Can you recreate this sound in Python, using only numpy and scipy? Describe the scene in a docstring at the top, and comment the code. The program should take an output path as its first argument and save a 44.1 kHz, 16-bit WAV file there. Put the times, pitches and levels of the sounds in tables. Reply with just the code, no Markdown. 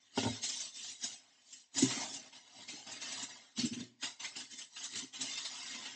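"""Foil over a baking dish

Close up in a small kitchen, a sheet of aluminium foil is swung over a dish and pressed in by hand.
Creases snap in dense swarms and ring the facets of the sheet; now and then a whole fold buckles.
The cardboard foil box is put down first; later the dish bumps and judders on the counter."""
import sys
import numpy as np
from scipy import signal
from scipy.fft import rfft, irfft
from scipy.io import wavfile
from scipy.ndimage import uniform_filter1d

SR = 44100
rng = np.random.default_rng(int(sys.argv[2]) if len(sys.argv) > 2 else 0)


def transcribe(u):
    """Save the signal u as a 16-bit wav file named by the first command-line argument.

    u: samples, shape (n,) or (channels, n), limited to [-1, 1]; the rate is SR.
    q: integer samples, one column per channel.
    """
    v = np.clip(np.atleast_2d(u).T, -1, 1)
    q = np.round(v * 32767).astype(np.int16)
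    wavfile.write(sys.argv[1], SR, q)


N = 262425
HZ = np.fft.rfftfreq(N, 1 / SR)
TOP_HZ = 8950


def gain_of(db):
    """Decibels to amplitude."""
    return 10 ** (np.asarray(db) / 20)


def unit_rms(x):
    """Scales to an rms of one."""
    return x / np.sqrt(np.mean(x ** 2) + 1e-20)


def value_at(points, hz):
    """Reads a table on a log-frequency axis."""
    f, value = np.transpose(points)
    return np.interp(np.log(hz + 1), np.log(f + 1), value)


def add(mix, start_s, sound):
    """Mixes a sound in at its start time."""
    part = mix[max(round(start_s * SR), 0):][:len(sound)]
    part += sound[:len(part)]


def coloured(x, points):
    """Filters x by a table of levels."""
    return irfft(rfft(x) * gain_of(value_at(points, HZ)), N)


def steadied(x, span_s):
    """Takes out swells slower than span_s and leaves the grain."""
    size = int(span_s * SR)
    power = uniform_filter1d(uniform_filter1d(x ** 2, size), size)
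    return x / np.sqrt(power + 1e-6 * np.mean(x ** 2))


# Spectrum of the quiet kitchen: frequency_hz, level_db
ROOM_TONE = [(29, -36), (50, -2), (139, -16), (608, -7), (1140, -4), (1240, -23.5), (1450, -6.5),
             (1960, -3.5), (5820, -8.5), (8980, -32), (11700, -63), (19800, -120)]

def room_tone():
    """A faint, steady hiss lies behind everything."""
    return gain_of(-80) * unit_rms(coloured(rng.standard_normal(N), ROOM_TONE))


# Hand strokes that lay the sheet down, press it in, shift the dish and tuck in the edges:
# full_strength_s, rise_20db_s, hold_s, level_db, change_while_held_db, tiny_db, wide_db, push_db
# (the last three are relative to level_db, the level of ordinary creases)
STROKES = [ (.02, 0.2, .13, -72.5, 1.5, -4, -7, -13), (.182, 0.038, 0.194, -42.5, -8.5, -3.5, -8, -11),
           (0.433, 0.026, 0.235, -43.5, -6.5, 0, -14, -20), (.762, 0.0521, .16, -51.5, 1, 0.5, -15, -19.5),
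           (1.029, 0.0424, 0.1098, -49, -5.5, 2, -10.5, -15.5),
           (1.21, 1.48, 0.21, -71, -2.5, -3.5, -4, -11), (1.54, 0.1331, .08, -60, -7.5, 2.5, -12.5, -15),
           (1.768, 0.026, 0.157, -42.5, -3.5, 2.5, -7, -9.5),
           (1.91, 0.0423, 0.1297, -49, 2.5, 1.5, -1.5, -9),
           (2.083, 0.048, 0.0864, -53.5, 1, 3, -10.5, -5.5), (2.2, 0.1767, 0.0743, -63, 1, -2.5, -3, -5.5),
           (2.364, 0.0576, 0.0178, -56.5, -3.5, -3.5, -6, -11),
           (2.48, 0.28, 0.074, -64.5, -1.5, -4.5, -5.5, -14.5),
           (2.583, 0.0864, 0.0513, -56.5, 1, -4.5, -6.5, -8),
           (2.684, 0.0112, 0.1472, -49.5, -9, -1.5, -8, -11),
           (2.871, 0.0187, 0.1088, -52, -1.5, -4.5, -4.5, -9), (3.015, 0.02, .22, -49, 1, -1.5, -6, -12.5),
           (3.295, 0.014, .23, -54.5, -17, -3, -3, -11), (3.578, 0.0189, 0.0804, -43.5, -2.5, -3, -13, -9),
           (3.733, 0.0341, 0.0243, -54, -4, 3.5, -7, 0.5), (3.807, 0.07, 0.0196, -50.5, -5, -5, -7, 1),
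           (4.034, 0.0223, 0.0316, -41.5, -3, -2, -5, -16.5), (4.203, 0.0146, 0.0549, -52, 5, -.5, -5, -17),
           (4.32, 0.06, 0.033, -62.5, 1.5, -4.5, -3, -11.5),
           (4.363, 0.0014, 0.0557, -48, -2, -1.5, -7, -10), (4.514, 0.0282, 0.026, -55, 1, 1, -8.5, -12.5),
           (4.591, 0.0256, 0.0274, -50.5, -5.5, 4, -6, -13.5), (4.772, .07, .087, -54, 4.5, .5, -7, -17.5),
           (4.961, 0.0707, 0.0681, -43.5, -8, -.5, -8, -10.5),
           (5.14, .014, .054, -48, -4, -3.5, -8.5, -16.5), (5.21, 0.0233, 0.0615, -46.5, -1, -2, -6, -12.5),
           (5.298, 0.0418, 0.173, -45, -6, -2, -8.5, -18), (5.514, 0.11, 0.21, -51, 1, -2, -5.5, -17),
           (5.745, 0.1276, 0.19, -50, -3.5, -4, -4.5, -10.5)]

def hand_strokes(release_db_per_s=240):
    """Each stroke swells, holds and lets go: envelopes for wide panels, creases, tiny creases, push."""
    t = np.arange(0, N / SR, 1 / 1000)
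    power = np.zeros((4, len(t)))
    for full_s, rise_s, hold_s, db, change_db, tiny_db, wide_db, push_db in STROKES:
        early = np.maximum(full_s - t, 0)
        held = np.clip((t - full_s) / hold_s, 0, 1)
        late = np.maximum(t - full_s - hold_s, 0)
        stroke = gain_of(db - 20 * early / rise_s + change_db * held - release_db_per_s * late)
        power += np.outer(gain_of([wide_db, 0, tiny_db, push_db]), stroke) ** 2
    return [np.interp(np.arange(N) / SR, t, np.sqrt(p)) for p in power]


def facet_snaps(flurries_per_s, spread_db, flurry_s, median_t60_s, tick, count=6):
    """Each facet snaps back and forth in a flurry, every snap a tick and a brief ring at its pitch."""
    t = np.arange(640) / SR
    draws = rng.random((5000, 3 + 2 * count))[:int(flurries_per_s * N / SR)]
    when, facet, sustain = draws[:, :3].T[:, :, None]
    delay, size = np.split(-np.log(draws[:, 3:]), 2, axis=1)
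    pitch_hz = 450 + 8400 * facet
    t60_s = median_t60_s * 4 ** (sustain - .5)
    snaps = np.sin(2 * np.pi * pitch_hz * t) * gain_of(-60 * t / t60_s)
    snaps /= np.linalg.norm(snaps, axis=1, keepdims=True)
    snaps[:, 0] += tick
    heights = gain_of(spread_db * np.minimum(size, 3.5)) * (-1) ** np.arange(count)
    out = np.zeros(N)
    for snap, starts, flurry in zip(snaps, when * N / SR + flurry_s * delay, heights):
        for start_s, height in zip(starts, flurry):
            add(out, start_s, height * snap)
    return out


def near_echoes(x, strength=0.99, fade_s=0.0216, count=24):
    """First echoes off counter, wall and cupboards; their pattern shifts as hands and foil move."""
    out = x.copy()
    for place in range(4):
        delay_s = rng.uniform(.001, .028, count)
        taps = rng.choice([-1, 1], count) * np.exp(-delay_s / fade_s)
        response = np.bincount((delay_s * SR).astype(int), strength * taps / np.linalg.norm(taps))
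        crossfade = np.maximum(np.cos(2 * np.pi * (1.3 * np.arange(N) / SR + place / 4)), 0)
        out += signal.oaconvolve(x * crossfade, response)[:N]
    return out


# Resonances of the sheet lying in the dish: pitch_hz, width_hz, level_db
HOLLOW_MODES = [(724, 60, -11), (2107.7, 53, 1), (3580, 80, -4.5), (3927, 160, -1), (5161, 37, 1),
                (6100, 29, -17.5), (6110, 23, -4), (7978, 170, 0)]
# Colour of the foil at the microphone: frequency_hz, level_db
FOIL_SPECTRUM = [(250, -26.5), (430, -15), (700, -3.5), (850, -3.5), (1020, -6.5), (1350, -6), (2000, -1),
                 (2450, -4), (2900, 1.5), (4000, -1.5), (4600, -0.5), (5600, 2), (7500, 1), (8300, -10),
                 (8900, -20)]

def sheet(snaps):
    """Snaps take the colour of the hollow of the dish, the nearest surfaces and the foil."""
    hollow = 1 + sum(gain_of(db) / (1 + 2j * (HZ - hz) / width) for hz, width, db in HOLLOW_MODES)
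    return coloured(near_echoes(irfft(rfft(snaps) * hollow, N)), FOIL_SPECTRUM)


def by_size(x):
    """Splits foil sound, low to high, into wide panels, ordinary creases and tiny creases."""
    above = [1 / (1 + (edge_hz / (HZ + 1)) ** 12) for edge_hz in (430, 2450, 5300)]
    return [irfft(rfft(x) * band, N) for band in (above[0] - above[1], above[1] - above[2], above[2])]


def crinkling(envelopes):
    """Creases crackle under the fingers, each size following the strokes."""
    swarm = facet_snaps(flurries_per_s=760, spread_db=2.5, flurry_s=.007,
                        median_t60_s=0.02256, tick=0.651)
    bands = by_size(sheet(swarm))
    return sum(envelope * steadied(band, span_s=0.032) for envelope, band in zip(envelopes, bands))


# Boost or cut of the widest panels: time_s, gain_db
PANEL_GAINS = [(.4, -2.5), (1.0, 1), (1.8, 4), (2.8, 4), (3.6, 0), (4.3, -4), (5.2, -5), (5.9, -1)]

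def drumming(foil, below_hz=945):
    """The widest panels drum while the sheet spans the dish and fade as it is crumpled in."""
    lows = irfft(rfft(foil) / (1 + (HZ / below_hz) ** 10), N)
    gain = gain_of(np.interp(np.arange(N) / SR, *np.transpose(PANEL_GAINS)))
    return foil + (gain - 1) * lows


# Rumble of the counter under the dish: frequency_hz, level_db
COUNTER_SPECTRUM = [(40, -23), (75, -20), (110, -3.5), (165, -11), (265, 4), (330, -8), (400, -6),
                    (520, -20), (900, -32.5)]

def counter_rumble(push):
    """Fingers shove the foil against the dish, and the counter rumbles softly."""
    return push * steadied(coloured(rng.standard_normal(N), COUNTER_SPECTRUM), span_s=0.065)


# The foil box lands and settles: start_s, level_db, hardness_db_per_octave
BOX_KNOCKS = [(0.1744, -29.5, 5), (0.1815, -35, 1.5), (0.23, -35.5, 3), (0.2491, -37, 5.5),
              (0.2569, -34, -5.5), (0.2663, -37, 5.5), (.273, -33, 2.5), (0.3, -42.5, -9)]
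# Modes of the box: pitch_hz, level_db, t60_s
BOX_MODES = [(105.96, -4, 0.177), (235.1, 2.5, 0.1217), (259.25, -4.5, 0.183), (391, 1, 0.0667),
             (480.3, -18.5, 0.334), (589.5, -15, 0.1176), (645, -8.5, 0.0755), (699.3, -23, 0.222),
             (816.5, -6, 0.058), (904, -6.5, 0.0644), (1429.4, -16, 0.058)]

def box_knocks():
    """Each knock rings the cardboard box; harder corners bring out the upper modes."""
    t, out = np.arange(SR // 2) / SR, np.zeros(N)
    attack = 1 - np.exp(-t / 0.00228)
    for start_s, db, hardness in BOX_KNOCKS:
        ring = sum(gain_of(mode_db + hardness * np.log2(hz / 260) - 60 * t / t60_s)
                   * np.sin(2 * np.pi * hz * t) for hz, mode_db, t60_s in BOX_MODES)
        add(out, start_s, gain_of(db) * ring * attack)
    return out


# Folds that give way: time_s, level_db, pitch_hz, relative_ring_db
FOLDS = [(0.177, -42, 2840, -0.5), (0.233, -43, 2770, -16.5), (0.438, -40, 6630, -10.5),
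         (0.49, -47, 6600, 0.5), (0.604, -48.0, 6340, 1.5), (0.845, -51, 4480, -12.5),
         (1.039, -41.0, 6540, -4.5), (1.529, -58.5, 7639, 0.5), (1.745, -55, 7320, -13.5),
         (1.782, -40, 7400, 1), (1.823, -40, 6950, -0.5), (1.907, -42, 2120, -15), (2.01, -49.5, 2600, -11),
         (2.14, -51.0, 6950, -3), (2.329, -57, 3000, -7), (2.686, -53.5, 2610, -5),
         (2.919, -52.5, 6800, -0.5), (3.019, -48.5, 3900, -9.5), (3.123, -50, 6980, -5),
         (3.229, -51.5, 7310, 2.5), (3.593, -40.0, 4527, -2.5), (3.654, -50.5, 7380, 1),
         (3.733, -52.5, 2873, 2.5), (4.029, -42.5, 2500, -13), (4.199, -55.5, 2875, 0.5),
         (4.245, -46.5, 2086, 1.5), (4.357, -52.0, 2950, -1), (4.616, -55.5, 2970, 3.5),
         (4.766, -50, 2740, -2), (4.84, -46, 7040, -10), (4.987, -49.5, 7220, -3), (5.214, -41, 6590, -8),
         (5.377, -41.5, 3900, -12), (5.452, -42, 3890, -4), (5.745, -50.5, 2180, -15.5),
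         (5.856, -44.5, 2910, -15)]

def buckling(build_up_s=.009, collapse_s=0.01685):
    """A fold gives way in an avalanche of snaps that builds, dies out and rings it at its own pitch."""
    swarm = facet_snaps(flurries_per_s=780, spread_db=0, flurry_s=.007, median_t60_s=0.024, tick=0.5)
    bands = np.array([steadied(band, span_s=0.0033) for band in by_size(sheet(swarm))])
    out = np.zeros(N)
    for time_s, db, hz, ring_db in FOLDS:
        wide, creases, tiny = bands[:, round(time_s * SR):][:, :SR // 5]
        t = np.arange(len(creases)) / SR
        # a higher fold is a smaller one: fewer wide panels, more tiny creases
        octaves = np.log2(hz / 4570)
        snaps = gain_of(-8 - 4 * octaves) * wide + creases + gain_of(-2 + 8.5 * octaves) * tiny
        ring = signal.lfilter(*signal.iirpeak(hz, Q=16, fs=SR), snaps)
        fold = snaps + gain_of(ring_db) * np.std(snaps) * steadied(ring, span_s=0.0071)
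        build_up = 1 - np.exp(-2 * t / build_up_s)
        collapse = np.exp(-np.maximum(t - build_up_s, 0) / collapse_s)
        add(out, time_s - build_up_s / 2, gain_of(db) * build_up * collapse * fold)
    return out


# The dish skids on the counter: start_s, level_db, pitch_hz, length_s, base_t60_s
SKIDS = [(1.037, -48.5, 239.8, 0.0103, 0.136), (1.760, -46, 277.6, 0.078, .1),
         (1.823, -18.5, 255, 0.006, 0.15), (1.967, -40, 270.9, 0.0129, 0.048),
         (2.729, -50.5, 285, 0.0131, 0.101), (3.223, -51, 247, 0.015, 0.088),
         (3.580, -34.5, 248.2, 0.0151, 0.149), (3.632, -29.5, 238.9, 0.0249, 0.015),
         (3.655, -38.5, 275.4, 0.0159, 0.054), (3.709, -38.5, 234, 0.0237, 0.051),
         (3.763, -41, 240.7, 0.024, 0.043), (3.801, -39.5, 241.4, 0.015, 0.187),
         (4.029, -50.5, 266.9, 0.0142, 0.152), (4.533, -57, 235.2, 0.0151, .042),
         (4.945, -54, 272, 0.0102, .066), (5.021, -48.5, 251.3, 0.0256, 0.066),
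         (5.188, -53, 255.8, 0.06, 0.078), (5.745, -48.5, 234.4, 0.00778, 0.093)]
# Modes of the counter under the dish, rung by each skid: pitch_ratio, level_db, t60_ratio
COUNTER_MODES = [(.48, -15, 1.7), (.72, -12, 0.703), (1, 1.5, 0.58), (1.15, -16, 1), (1.45, -15.5, 1.46)]

def dish_skids():
    """Friction keeps the counter sounding under the dish, rising a little in pitch as it grips; then it rings
    out."""
    t, out = np.arange(SR // 2) / SR, np.zeros(N)
    grip = 1 - np.exp(-(t / 0.00304) ** 2)
    for start_s, db, hz, length_s, base_t60_s in SKIDS:
        waver = unit_rms(uniform_filter1d(rng.standard_normal(len(t)), size=400))
        cycles = np.cumsum(hz * (1 + 0.04 * waver + 0.044 * np.minimum(t / length_s, 1))) / SR
        decay_db = 60 * np.maximum(t - length_s, 0) / base_t60_s
        ring = sum(gain_of(mode_db - decay_db / t60_ratio) * np.sin(2 * np.pi * ratio * cycles)
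                   for ratio, mode_db, t60_ratio in COUNTER_MODES)
        add(out, start_s, gain_of(db) * grip * ring)
    return out


# Reverberation of the small kitchen: frequency_hz, t60_s
KITCHEN_DECAY = [(100, 0.41), (500, 0.83), (2000, 0.1), (5000, 0.33), (9000, 0.29)]

def kitchen_reverb(x):
    """The room returns a diffuse tail, each band dying at its own speed."""
    hz, t, noise = signal.stft(rng.standard_normal(SR * 2 // 3), SR, nperseg=256)
    fade = gain_of(-60 * t / value_at(KITCHEN_DECAY, hz)[:, None]) * (1 - np.exp(-t / 0.0033))
    tail = signal.istft(noise * fade, SR, nperseg=256)[1]
    return signal.oaconvolve(x, tail / np.linalg.norm(tail))[:N]


def scene():
    """Foil, box and dish close to one microphone, with the kitchen well behind them."""
    *envelopes, push = hand_strokes()
    foil = drumming(crinkling(envelopes) + buckling())
    knocks = box_knocks() + dish_skids()
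    reverb = kitchen_reverb(gain_of(-16) * foil + gain_of(-21.5) * knocks)
    return (room_tone() + foil + counter_rumble(push) + knocks + reverb)[None]


def record(dry):
    """The mono microphone sheds deep bass, and the treble ends at TOP_HZ."""
    thin = signal.sosfilt(signal.butter(4, 80, "highpass", fs=SR, output="sos"), dry)
    lowpass = signal.firwin(255, TOP_HZ, window=("kaiser", 8), fs=SR)
    return signal.oaconvolve(thin, lowpass[None], "same")


dry = scene()
out = record(dry)
transcribe(out)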